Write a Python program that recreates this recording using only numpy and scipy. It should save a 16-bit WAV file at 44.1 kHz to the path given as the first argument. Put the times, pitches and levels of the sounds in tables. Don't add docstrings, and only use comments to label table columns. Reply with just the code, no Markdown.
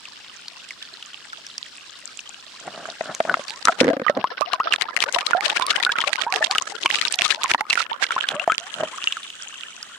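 import sys
import numpy as np
from scipy import signal
from scipy.fft import rfft, irfft, next_fast_len
from scipy.io import wavfile
from scipy.ndimage import uniform_filter1d, minimum_filter1d, map_coordinates

SR = 44100
rng = np.random.default_rng(int(sys.argv[2]) if len(sys.argv) > 2 else 0)


def master_out(mix):
    frames = np.transpose(np.atleast_2d(mix))
    ceiling = np.clip(frames, -1, 1)
    pcm = np.round(ceiling * 32767).astype(np.int16)
    wavfile.write(sys.argv[1], SR, pcm)


N = 440096


def amp(db):
    return 10 ** (np.asarray(db) / 20)


def unit(x):
    return x / np.sqrt(np.mean(x ** 2) + 1e-20)


def along(points, hz):
    f, v = np.transpose(points)
    return np.interp(np.log(hz + 1), np.log(f + 1), v)


def curves(rows):
    s, *cols = np.transpose(rows)
    return [np.interp(np.arange(N) / SR, s, c) for c in cols]


def wobble(rate):
    knots = rng.standard_normal(int(N * rate / SR) + 4)
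    return map_coordinates(knots, [np.arange(N) * rate / SR])


def filtered(x, response):
    m = next_fast_len(N + 8192)
    return irfft(rfft(x, m) * response(np.fft.rfftfreq(m, 1 / SR)), m)[..., :N]


def coloured(x, spectrum):
    return filtered(x, lambda hz: amp(along(spectrum, hz)))


def ports(pan_db):
    return unit(amp([[pan_db / 2], [-pan_db / 2]]))


def add(out, s, sound):
    room = out[:, max(0, round(s * SR)):][:, :sound.shape[1]]
    room += sound[:, :room.shape[1]]


# frequency in Hz, relative density in dB per Hz.
STREET_SPECTRUM = [(25, 16.5), (60, -2.5), (130, -6), (270, -2), (600, -13.5), (1200, -5.5), (2600, -23.5)]


def street():
    return amp(-50) * unit(coloured(rng.standard_normal((2, N)), STREET_SPECTRUM))


# start in seconds, relative level in dB, pitch in Hz.
DROP_EVENTS = [(0.054, -27.5, 2640), (0.4825, -21.5, 4270), (0.7073, -23.5, 2140), (0.826, -24, 3410),
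               (1.026, -24.5, 3060), (1.331, -25, 1430), (1.4664, -25, 5400), (1.5806, -17.5, 5080),
               (2.192, -22.5, 2800), (3.1492, -16, 6300), (3.482, -21, 4370), (3.497, -20.5, 4540),
               (8.741, -19, 3020), (8.982, -25, 1210), (9.1237, -14, 2950), (9.169, -21.5, 1344),
               (9.231, -28.5, 3640), (9.302, -24, 3080), (9.541, -28.5, 2960), (9.609, -25.5, 3300),
               (9.828, -20.5, 5140)]


def drops(cycles=5.8, tick_db=-8, plop_db=5.5, sag=0.15, size=1500):
    out, t = np.zeros((2, N)), np.arange(size) / SR
    tick_band = signal.butter(2, [1200, 7000], "band", fs=SR)
    for s, db, hz in DROP_EVENTS:
        turns = np.cumsum(hz * (1 + sag * (2 * np.exp(-hz * t / cycles) - 1))) / SR
        envelope = np.exp(-turns / cycles) * (1 - np.exp(-2 * turns))
        ring = np.sin(2 * np.pi * turns + rng.standard_normal((2, 1))) * envelope
        tick = signal.lfilter(*tick_band, rng.standard_normal((2, size)))
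        tick = tick * amp(tick_db - 60 * t / 0.017)
        add(out, s, amp(db + plop_db) * ports(rng.normal(-1.1, 1)) * (ring + tick))
    return out


# frequency in Hz, width in Hz, relative level in dB.
CASE_RESONANCES = [(195, 116, -10), (650, 136, -2.5), (1306, 600, -2), (1546, 510, -0.5)]
# start in seconds, length in seconds, relative level in dB, muffling by water 0-1.
DRAG_STROKES = [(2.659, 0.023, -37, 0.65), (2.752, 0.15, -38.5, 0.35), (3.067, 0.032, -29.5, 0.2),
                (3.291, 0.03, -26.5, 0.32), (3.802, 0.056, -32, 0.15), (4.173, 0.016, -25.5, 0.87),
                (8.334, 0.017, -28.5, 0.37), (8.786, 0.049, -31, 0.66)]
DRAG_ATTACK_S, DRAG_RELEASE_S = 0.019, 0.024
CLEAR_HZ, MUFFLE_HZ = 2000, 870


def case_response(hz):
    total = 0
    for k, (centre, width, db) in enumerate(CASE_RESONANCES):
        damping = 1j * hz * width
        total = total + (-1) ** k * amp(db) * damping / (centre * centre - hz * hz + damping)
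    return total


def drag(slips_per_s=170, slip_db=1, uneven_db=2):
    t = np.arange(N) / SR
    slips = unit((rng.random(N) < slips_per_s / SR) * rng.standard_normal(N))
    rub = rng.standard_normal(N) + 0.3 * rng.standard_normal((2, N))
    rub = rub * amp(3 * wobble(160))
    rub = (rub + amp(slip_db) * slips) * amp(uneven_db * wobble(42))

    def through_case(top_hz):
        return unit(filtered(rub, lambda hz: case_response(hz) / np.hypot(1, (hz / top_hz) ** 4)))

    clear, muffled = through_case(CLEAR_HZ), through_case(MUFFLE_HZ)
    out = np.zeros((2, N))
    for s, length, db, wet in DRAG_STROKES:
        rise = np.minimum(t - s, 0) / DRAG_ATTACK_S
        fall = np.maximum(t - s - length, 0) / DRAG_RELEASE_S
        out += amp(db) * np.exp(rise - fall) * (clear + min(wet, 1) * (muffled - clear))
    return out


# start in seconds, relative level in dB, ring in Hz.
SLAP_EVENTS = [(2.678, -28.5, 730), (2.855, -26.5, 1530), (2.887, -31, 690), (3.009, -20, 652),
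               (3.203, -13.5, 653), (3.251, -24.5, 640), (3.341, -12, 1320), (3.37, -29, 670),
               (3.394, -29.5, 576), (3.654, -19, 1300), (3.673, -12.5, 1350), (3.683, -8.5, 990),
               (3.723, -21.5, 1420), (3.811, -10, 510), (3.831, -20.5, 330), (3.846, -19, 490),
               (3.857, -23.5, 346), (3.869, -20, 467), (3.88, -16, 490), (3.888, -17.5, 516),
               (3.901, -19, 510), (3.932, -21, 540), (3.944, -37, 710), (3.967, -23.5, 537),
               (3.997, -26.5, 536), (4.017, -25, 503), (4.097, -12.5, 589), (4.172, -21, 505),
               (4.531, -25.5, 735), (7.546, -11.5, 927), (8.806, -22.5, 644), (8.834, -19.5, 620)]
DEEP_HZ, SHALLOW_HZ = 562, 595
DEEP_PUSH_DB, SHALLOW_PUSH_DB = 1.5, -19


def slaps(ring_cycles=19, crack_db=-12, crack_t60=0.0097, push_hz=264, push_t60=0.033,
          push_attack_s=0.0038, smack_hz=1350, smack_t60=0.022, smack_db=-8, apart=0.2, size=4000):
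    out, t = np.zeros((2, N)), np.arange(size) / SR
    smack_band = signal.butter(3, [smack_hz / 1.5, smack_hz * 1.5], "band", fs=SR)
    crack_band = signal.butter(2, [600, 3800], "band", fs=SR)
    lead = apart * np.array([[-1], [1]])

    def noise(band, level_db, t60):
        return unit(signal.lfilter(*band, rng.standard_normal((2, size)))) * amp(level_db - 60 * t / t60)

    for s, db, hz in SLAP_EVENTS:
        push_db = np.interp(hz, [DEEP_HZ, SHALLOW_HZ], [DEEP_PUSH_DB, SHALLOW_PUSH_DB])
        ring = np.sin(2 * np.pi * hz * t + lead) * amp(-60 * hz * t / ring_cycles)
        push = np.sin(2 * np.pi * push_hz * amp(rng.normal(0, 1)) * t + lead)
        push = push * amp(push_db - 60 * t / push_t60) * (1 - np.exp(-t / push_attack_s))
        smack = noise(smack_band, smack_db, smack_t60)
        crack = noise(crack_band, crack_db, crack_t60)
        slap = (ring + push + smack + crack) * (1 - np.exp(-t / 0.0004))
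        add(out, s, amp(db) * ports(rng.normal(-0.45, 1.8)) * slap)
    return amp(10) * out


# start in seconds, length in seconds, relative level in dB, first pitch in Hz, last pitch in Hz.
WHOOP_EVENTS = [(3.497, 0.11, -42.5, 844, 1380), (5.201, 0.051, -35, 970, 1460),
                (5.373, 0.027, -26.5, 668, 970), (6.066, 0.045, -31.5, 562, 640),
                (6.225, 0.12, -38, 644, 1325), (6.319, 0.081, -31.5, 705, 1286),
                (6.494, 0.054, -31, 715, 1210), (8.344, 0.087, -30.5, 555, 805),
                (8.597, 0.11, -44.5, 649, 965), (8.928, 0.029, -37.5, 1000, 1210)]
WHOOP_SWELL, WHOOP_BEND = 0.11, 1.6


def whoops(waver=0.021, flutter_db=3, level_db=4, overtone_db=-9):
    out = np.zeros((2, N))
    for s, length, db, first_hz, last_hz in WHOOP_EVENTS:
        u = np.linspace(0, 1, int(length * SR))
        shake, flutter = (map_coordinates(knots, [u * 11]) for knots in rng.standard_normal((2, 12)))
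        hz = first_hz * (last_hz / first_hz) ** (u ** WHOOP_BEND) * (1 + waver * shake)
        level = np.minimum(u / WHOOP_SWELL, 1) * np.sqrt(1 - u)
        level = level * amp(db + level_db + flutter_db * flutter)
        phase = 2 * np.pi * np.cumsum(hz) / SR
        tone = np.sin(phase) + amp(overtone_db) * np.sin(2 * phase)
        add(out, s, ports(rng.normal(-2, 1.5)) * level * tone)
    return out


# start in seconds, relative level in dB, pitch in Hz,
# left-right difference in dB, first decay by 60 dB in seconds, climb as a share of the pitch (negative sinks).
BUBBLE_EVENTS = [(3.296, -12, 1490, 6, 0.018, -0.058), (3.685, -5, 1284, 5, 0.014, -0.015),
                 (3.693, -15.5, 740, -2, 0.059, -0.24), (3.906, -17, 643, 10, 0.15, 0.13),
                 (4.065, -15, 1198, -14, 0.13, 0.1), (4.082, -12, 2010, -36, 0.027, -0.52),
                 (4.242, -7.5, 1010, 5, 0.011, 0.24), (4.418, -14, 1177, -28, 0.088, 0.017),
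                 (4.537, -17, 1080, 18, 0.065, -0.086), (4.601, -13, 1090, 0, 0.062, 0.53),
                 (4.672, -16.5, 1284, -14, 0.036, 0.14), (4.724, -10.5, 2700, -18, 0.0087, -0.17),
                 (5.161, -16, 1065, -9, 0.039, -0.26), (5.164, -21.5, 660, 1, 0.13, .25),
                 (5.333, -10.5, 1464, -36, 0.041, -0.22), (5.349, -17, 674, -11, 0.23, 0.2),
                 (5.623, -19, 1064, -15, 0.14, -0.027), (5.622, -16, 3720, -14, 0.014, -.1),
                 (5.803, -23, 1900, -5, 0.028, 0.0066), (5.865, -13, 1454, -4, 0.053, 0.058),
                 (5.893, -15.5, 1470, -6.5, 0.077, 0.29), (5.956, -22.5, 1420, -12, 0.085, -0.17),
                 (5.985, -18, 1260, -5, 0.046, 0.044), (6.005, -16.5, 3480, 5, 0.02, -0.36),
                 (6.039, -18.5, 1160, 3, 0.029, -0.092), (6.266, -21.5, 855, -4, 0.27, 0.33),
                 (6.408, -24, 638, 0, 0.12, -0.034), (6.426, -14, 1670, 8, .03, 0.21),
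                 (6.556, -18.5, 1310, -3, 0.048, 0.011), (6.859, -11.5, 1067, -6, 0.013, 0.18),
                 (6.86, -14.5, 3070, 1, 0.018, -0.31), (7.258, -20, 1210, 9, 0.068, .1),
                 (7.443, -18, 1130, -8, 0.09, -0.25), (7.608, -21, 830, -6, 0.063, 0.1),
                 (7.706, -12, 2660, -4, 0.015, 0.055), (7.775, -12, 1450, -22, 0.031, 0.034),
                 (7.915, -22.5, 878, -7, 0.12, 0.21), (8.025, -16, 1623, -15, 0.045, -0.091),
                 (8.107, -17.5, 1380, 3, 0.022, -0.027), (8.164, -15, 1043, 0, 0.022, 0.011),
                 (8.18, -16.5, 1356, 3, 0.035, 0.094), (8.24, -19.5, 1720, -21, 0.055, -0.19),
                 (8.397, -13, 2800, 9, 0.0072, 0.099), (8.477, -11.5, 705, 0, 0.041, -0.021),
                 (8.499, -13, 1303, 2.5, 0.087, 0.078), (8.52, -10, 1580, 7, 0.016, 0.13),
                 (9.073, -12, 2800, 0, 0.021, -0.065)]


def bubbles(rise_s=0.0312, pinch_db=-4, satellite_db=-12, tail=0.7, tail_t60=0.046,
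            onset_cycles=0.19, size=8000):
    out, t = np.zeros((2, N)), np.arange(size) / SR
    tick_band = signal.butter(2, [450, 5000], "band", fs=SR)
    for s, db, hz, pan_db, t60, climb in BUBBLE_EVENTS:
        lag, soft = rng.standard_normal(2)
        shake = unit(uniform_filter1d(uniform_filter1d(rng.standard_normal(size), 130), 130))
        pitch_hz = hz * (0.99 + climb * np.log1p(t / rise_s) + 0.033 * shake)
        phase = 2 * np.pi * np.cumsum(pitch_hz) / SR
        onset = 1 - np.exp(-hz * t / onset_cycles / amp(0.83 * soft))
        decay = amp(-60 * t / t60) + tail * amp(-60 * t / tail_t60)
        flutter = amp(2 * shake * (1.5 - np.exp(-t / 0.043)))
        ring = decay * onset * flutter * np.sin(phase + lag * np.array([[0.5], [-0.5]]))
        tick = unit(signal.lfilter(*tick_band, rng.standard_normal(size)))
        tick = tick * amp(pinch_db - 60 * t / 0.00073)
        satellite = amp(satellite_db - 120 * t / t60) * onset * np.sin(rng.uniform(1, 2.7) * phase)
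        add(out, s, amp(db) * ports(pan_db) * (ring + satellite + tick))
    return amp(2) * out


# frequency in Hz, relative density in dB per Hz.
FROTH_SPECTRUM = [(300, -18.5), (700, 0), (1500, 1.5), (3000, 2), (6000, -7.5), (9500, -15), (13000, -31)]
FROTH_DB, FROTH_RISE_S, FROTH_FALL_S = -6.5, 0.01, 0.002
FROTH_FULL_MS = 10.2


def froth(rough_db=4):
    t = np.arange(int(0.12 * SR)) / SR - 0.03
    power = np.zeros((2, N))
    for s, db, _, ms, pan_db in BURSTS:
        swell = np.exp(np.minimum(t, 0) / FROTH_RISE_S - np.maximum(t - ms / 1000, 0) / FROTH_FALL_S)
        level = amp(db + FROTH_DB) * min(ms / FROTH_FULL_MS, 1)
        add(power, s + t[0], (level * ports(pan_db) * swell) ** 2)
    seethe = rng.standard_normal((2, N)) * amp(rough_db * wobble(1200))
    return np.sqrt(power) * unit(coloured(seethe, FROTH_SPECTRUM))


SPATTER_LAG_S, SPATTER_DB, SPATTER_MS = 0.023, -14, 1.3
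SPATTER_FULL_MS = 9.1


def spatter(count=2):
    small = []
    chance = rng.standard_normal((len(BURSTS), count, 5))
    for (s, db, hz, ms, pan_db), rows in zip(BURSTS, chance):
        parent_db = db + 10 * np.log10(min(ms / SPATTER_FULL_MS, 1))
        for when, big, pitch, long, side in rows:
            start = s + 0.0025 + SPATTER_LAG_S * abs(when)
            small.append((start, parent_db + SPATTER_DB + 3 * big, hz * 2 ** (0.35 * pitch),
                          SPATTER_MS * amp(3.2 * long), pan_db + 8 * side))
    return small


# start in seconds, relative energy in dB (rms over 10 ms),
# centre in Hz, nominal length in ms, left-right difference in dB.
BURSTS = [(3.506, -30.5, 3100, 0.76, -2), (3.653, -14, 5840, 1.79, 2.5), (3.802, -13, 2740, 7.6, 9),
          (3.843, -26, 1670, 2.14, -9), (4.409, -19.5, 930, 1.42, -12), (4.533, -21, 3100, 2.56, 4),
          (4.734, -15.5, 2390, 5.65, 4), (4.81, -19.5, 2540, 4.34, 27), (4.82, -11.5, 2800, 1.96, 40),
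          (4.965, -17, 2240, 1.38, 26), (4.972, -21, 2680, 1.9, 18), (5.004, -21, 3260, 1.4, 28),
          (5.019, -17, 3000, 10, 10), (5.039, -16.5, 1550, 0.64, -26), (5.125, -27.5, 7000, 1.56, 12),
          (5.145, -16, 3030, 6.9, 25), (5.186, -20.5, 2460, 3.6, 32), (5.264, -17, 3150, 4.3, 35),
          (5.309, -23, 1450, 0.61, -32), (5.408, -24, 1770, 1, -15), (5.448, -16, 3050, 15.8, 20),
          (5.497, -18.5, 2450, 5.3, 31), (5.562, -18.5, 3040, 11.8, 16), (5.597, -22.5, 1180, 0.72, -12),
          (5.622, -24, 3600, 1.8, -4), (5.666, -25.5, 5270, 1.2, 2), (5.703, -14.5, 3200, 9.5, 8),
          (5.759, -17.5, 2090, 7.1, 32), (5.827, -20, 2770, 2.7, 21), (5.833, -19.5, 2470, 4, 31),
          (5.849, -19, 2760, 2.14, 8), (5.918, -21, 2840, 4.8, 1.5), (5.985, -20.5, 1900, 1.83, -2),
          (6.013, -21, 2520, 5.7, 7), (6.074, -17.5, 2810, 8, 34), (6.13, -15.5, 2640, 4.5, -15),
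          (6.157, -25, 2860, 1.37, -18), (6.214, -18.5, 2390, 7.8, -21), (6.324, -20.5, 3080, 1.63, -38),
          (6.339, -21, 2330, 2.3, -13), (6.359, -20.5, 2920, 3.25, -18), (6.441, -15, 3340, 7, -20),
          (6.511, -19, 3240, 1.88, 2.5), (6.52, -32, 2900, 0.65, 5), (6.55, -25, 2700, 1.2, 10),
          (6.582, -14, 3140, 1.62, 3), (6.837, -27, 3300, 0.44, -5), (6.859, -17.5, 2370, 3, 0),
          (6.902, -21, 2300, 1.9, -6), (6.925, -33, 3380, 0.73, 10), (6.941, -19, 2600, 7, 10),
          (6.956, -22, 4270, 0.91, -18), (6.986, -25, 2820, 1.8, 20), (7.013, -18, 2930, 2.83, 18),
          (7.023, -26.5, 2840, 0.8, 11), (7.051, -18, 3400, 2.3, 27), (7.073, -26.5, 3430, 0.73, 5),
          (7.123, -21.5, 8600, 4.9, -21), (7.139, -21.5, 4040, 6.1, -1), (7.21, -22.5, 2300, 0.72, -7),
          (7.219, -16, 2720, 1.38, 0), (7.243, -15.5, 3500, 22.4, 14), (7.305, -11, 3000, 6.9, 15),
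          (7.316, -22, 2880, 8.3, 17), (7.434, -20, 2830, 1, -10), (7.439, -24.5, 5530, 2.2, -2),
          (7.496, -18, 1710, 22.2, -8), (7.514, -2.5, 2850, 1.13, 9), (7.608, -22.5, 2320, 2.03, -2),
          (7.699, -19.5, 4300, 4.8, 6), (7.728, -11, 2630, 3.85, -13), (7.773, -25, 2560, 9.8, -9),
          (7.792, -18.5, 2320, 13.5, -8), (7.816, -24, 2980, 11, -24), (8.024, -17, 2930, 18.9, -8),
          (8.118, -23.5, 1980, 5.1, -5), (8.287, -18.5, 2540, 2.56, 1), (8.52, -22.5, 1680, 0.7, 3),
          (8.581, -22, 3250, 0.63, -4.5), (9.041, -26, 3040, 0.38, -15)]
SPREAD_OCTAVES = 0.41
THUD_DB, THUD_HZ, THUD_T60 = -32.5, 425, 0.027


def splashes(cycles=1.37, grain_db=5, hiss_db=-8, hiss_hz=7000, click_hz=8000):
    out, ways = np.zeros((2, N)), np.array([1, -1])[:, None, None]
    for s, db, centre_hz, ms, pan_db in BURSTS + spatter():
        length, count = max(ms, 0.5) / 1000, 2 + int(1.5 * ms)
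        t = np.arange(int((2 * length + 0.012) * SR)) / SR
        own = np.random.default_rng(rng.integers(2 ** 31))
        knock = own.standard_normal(2)
        when = (np.arange(count) + own.random(count))[:, None] / count * length
        pitch, big, twist = own.standard_normal((3, count, 1))
        hz = np.clip(centre_hz * 2 ** (SPREAD_OCTAVES * (pitch - pitch.mean())), 400, 11000)
        lead = ways * np.tanh(pan_db / 10) * 45e-6
        turns = np.float32(hz * np.maximum(t + lead - when, 0))
        life = cycles * min(length / 0.002, 1) ** 0.5 * amp(3 * big)
        rings = np.sin(2 * np.pi * turns + np.float32(ways * twist / 2))
        rings = rings * np.exp(-turns / life) * (1 - np.exp(-2 * turns))
        clump = (amp(grain_db * big) * np.sqrt(hz / centre_hz) * rings).sum(axis=1)

        swell = np.sqrt(t / length) * np.exp(-2 * (t / length) ** 2) + 0.18 * np.exp(-t / length / 2)
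        hiss_edges = [min(centre_hz / 3, 2500), np.clip(hiss_hz, 3000, SR / 3)]
        hiss_band = signal.butter(2, hiss_edges, "band", fs=SR)
        puff = signal.lfilter(*hiss_band, swell * own.standard_normal((2, len(t))))
        top = signal.butter(4, min(9500 + click_hz / ms, 17000), fs=SR)
        burst = unit(signal.lfilter(*top, unit(clump) + amp(hiss_db) * unit(puff)))

        thud = np.sin(2 * np.pi * THUD_HZ * amp(2 * np.tanh(knock[0])) * t)
        thud = unit(thud * amp(-60 * t / THUD_T60) * (1 - np.exp(-t / 0.0028)))
        thud = amp(THUD_DB + min(knock[1], 1)) * ports(pan_db / 2) * thud
        level = amp(db) * np.sqrt(SR / 100 / len(t))
        add(out, s, level * (ports(pan_db) * burst + thud))
    return amp(1) * out


def droplets(rate, centre_hz, spread, cycles, size_db, apart_db, glide=0, onset=1.0, size=100):
    count = int(rate * N / SR)
    t = np.arange(size) / SR
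    when, big, *chance = rng.random((count, 6)).T
    pitch, side, turn, bend = (np.log(c / (1 - c))[:, None] / np.sqrt(np.pi) for c in chance)
    hz = np.minimum(centre_hz * 2 ** (spread * pitch), SR / 3)
    phase = np.float32(hz * t * (1 + glide * (1 + bend) * t))
    strength = amp(size_db * np.minimum(-np.log(1 - big), 4.5))[:, None]
    fade = strength * (np.exp(-phase / cycles) * (1 - np.exp(-phase / onset))) * (1 - t / t[-1])
    where = ((when * N).astype(int)[:, None] + np.arange(size)).ravel()
    heard = []
    for way in (1, -1):
        rings = np.sin(2 * np.pi * phase + np.float32(way * turn / 2))
        grains = fade * amp(way * apart_db * side / 2) * rings
        heard.append(np.bincount(where, grains.ravel(), N)[:N])
    return unit(np.array(heard))


def water(spectrum, grains, wash_db):
    wash = rng.standard_normal((2, N)) + 0.37 * rng.standard_normal(N)
    near, far = unit(coloured(grains, spectrum)), unit(coloured(wash, spectrum))
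    return unit(near + amp(wash_db) * far)


# time in seconds, then relative level in dB of gurgle, fizz, fine spray.
FLOW_LEVELS = [(0.0, -53.5, -46.5, -41), (2.42, -53.5, -48.5, -40.5), (3.7, -44, -42.5, -34),
               (3.89, -51, -48.5, -51), (4.2, -46.5, -41.5, -103), (4.67, -37, -36.5, -74),
               (4.97, -39.5, -45.5, -39), (5.56, -32.5, -35.5, -38), (5.89, -37.5, -40.5, -45),
               (6.64, -38.5, -36, -27.5), (7.17, -41, -32, -28.5), (7.67, -43.5, -48, -47.5),
               (8.23, -39, -34.5, -35), (8.53, -44.5, -44, -36), (8.95, -42.5, -41, -30.5),
               (9.25, -51.5, -46, -36), (9.98, -52.5, -50.5, -40)]
# time in seconds, depth in the gush 0-1, water film on the ports 0-1.
DIP_PATH = [(3, 0, 0), (4, 1, 0), (7.5, 1, 0), (8.1, 1, 1), (9.2, 0, 1)]
# frequency in Hz, relative density in dB per Hz.
GURGLE_SPECTRUM = [(100, -25.5), (300, -5.5), (600, 1.5), (900, -3.5), (1300, -1.5), (1900, -2),
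                   (2300, -9.5), (4000, -51)]
FIZZ_SPECTRUM = [(1000, -14.5), (2150, -3), (2900, 3), (4400, 1.5), (5500, -0.5), (7000, -33), (11000, -67)]
SPRAY_SPECTRUM = [(3500, -11.5), (6000, -3), (7600, -3), (9300, -8.5), (11000, -25), (16000, -52)]
# frequency in Hz, gain in dB.
FILM_RESPONSE = [(900, -1), (1300, 5), (2200, 1.5), (3050, 6.5), (4000, -2.5), (5000, -7.5), (6200, 1.5),
                 (7400, 3)]
GURGLE_DB, FIZZ_DB, SPRAY_DB = 2, 5.5, -9.5
DIPPED_GURGLE_DB, DIPPED_FIZZ_DB, DIPPED_SPRAY_DB = -1, -13.5, -8.5
WET_LAG_S = 0.00009


def wet_ports(hz):
    lag = np.exp(1j * np.pi * hz * WET_LAG_S * np.array([[1], [-1]]))
    return amp(along(FILM_RESPONSE, hz)) * lag


def flow():
    gurgle_db, fizz_db, spray_db = curves(FLOW_LEVELS)
    dipped, wet = curves(DIP_PATH)
    surge = wobble(260) + 1.63 * np.array([wobble(70), wobble(70)])
    churn_db = (1.29 + 6.03 * dipped) * np.minimum(surge, 2)

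    glugs = droplets(95, 1250, 0.5, 14, 1.4, 5, glide=2.6, onset=3, size=2400)
    plips = droplets(200, 1550, 0.44, 7.5, 2, 4, glide=2, size=900)
    plinks = droplets(90, 3150, 0.42, 6.5, 2.8, 4, size=450)
    ticks = dipped * droplets(62, 2960, 0.62, 1, 3.9, 14.6)
    fizzing = droplets(650, 4020, 0.81, 1.5, 5.2, 11.7)
    spraying = droplets(900, 5680, 0.51, 3, 5.5, 16, size=60)
    bubbling = unit(dipped * glugs + 0.99 * (1 - dipped) * plips)

    gurgle_gain = amp(gurgle_db + GURGLE_DB + DIPPED_GURGLE_DB * dipped + 0.72 * churn_db)
    fizz_gain = amp(fizz_db + FIZZ_DB + DIPPED_FIZZ_DB * dipped + churn_db)
    spray_gain = amp(spray_db + SPRAY_DB + DIPPED_SPRAY_DB * dipped + churn_db)
    running = gurgle_gain * water(GURGLE_SPECTRUM, bubbling, wash_db=-7)
    running = running + fizz_gain * water(FIZZ_SPECTRUM, plinks + 2 * ticks + fizzing, wash_db=-4)
    running = running + spray_gain * water(SPRAY_SPECTRUM, spraying, wash_db=-2)
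    return (1 - wet) * running + wet * filtered(running, wet_ports)


def scene():
    background = street() + drops()
    on_case = drag() + slaps()
    near_water = whoops() + bubbles() + froth() + splashes()
    return background + on_case + near_water + flow()


TOP_HZ = 16700


def record(dry, bass_hz=115, treble_hz=11500, ceiling=0.91):
    heard = signal.lfilter(*signal.butter(2, bass_hz, "high", fs=SR), dry)
    heard = filtered(heard, lambda hz: 1 / np.hypot(1, (hz / treble_hz) ** 3))
    needed = np.minimum(1, ceiling / (np.abs(heard).max(axis=0) + 1e-9))
    gain = uniform_filter1d(minimum_filter1d(needed, size=65), size=65)
    return filtered(heard * gain, lambda hz: hz < TOP_HZ)


dry = scene()
out = record(dry)
master_out(out)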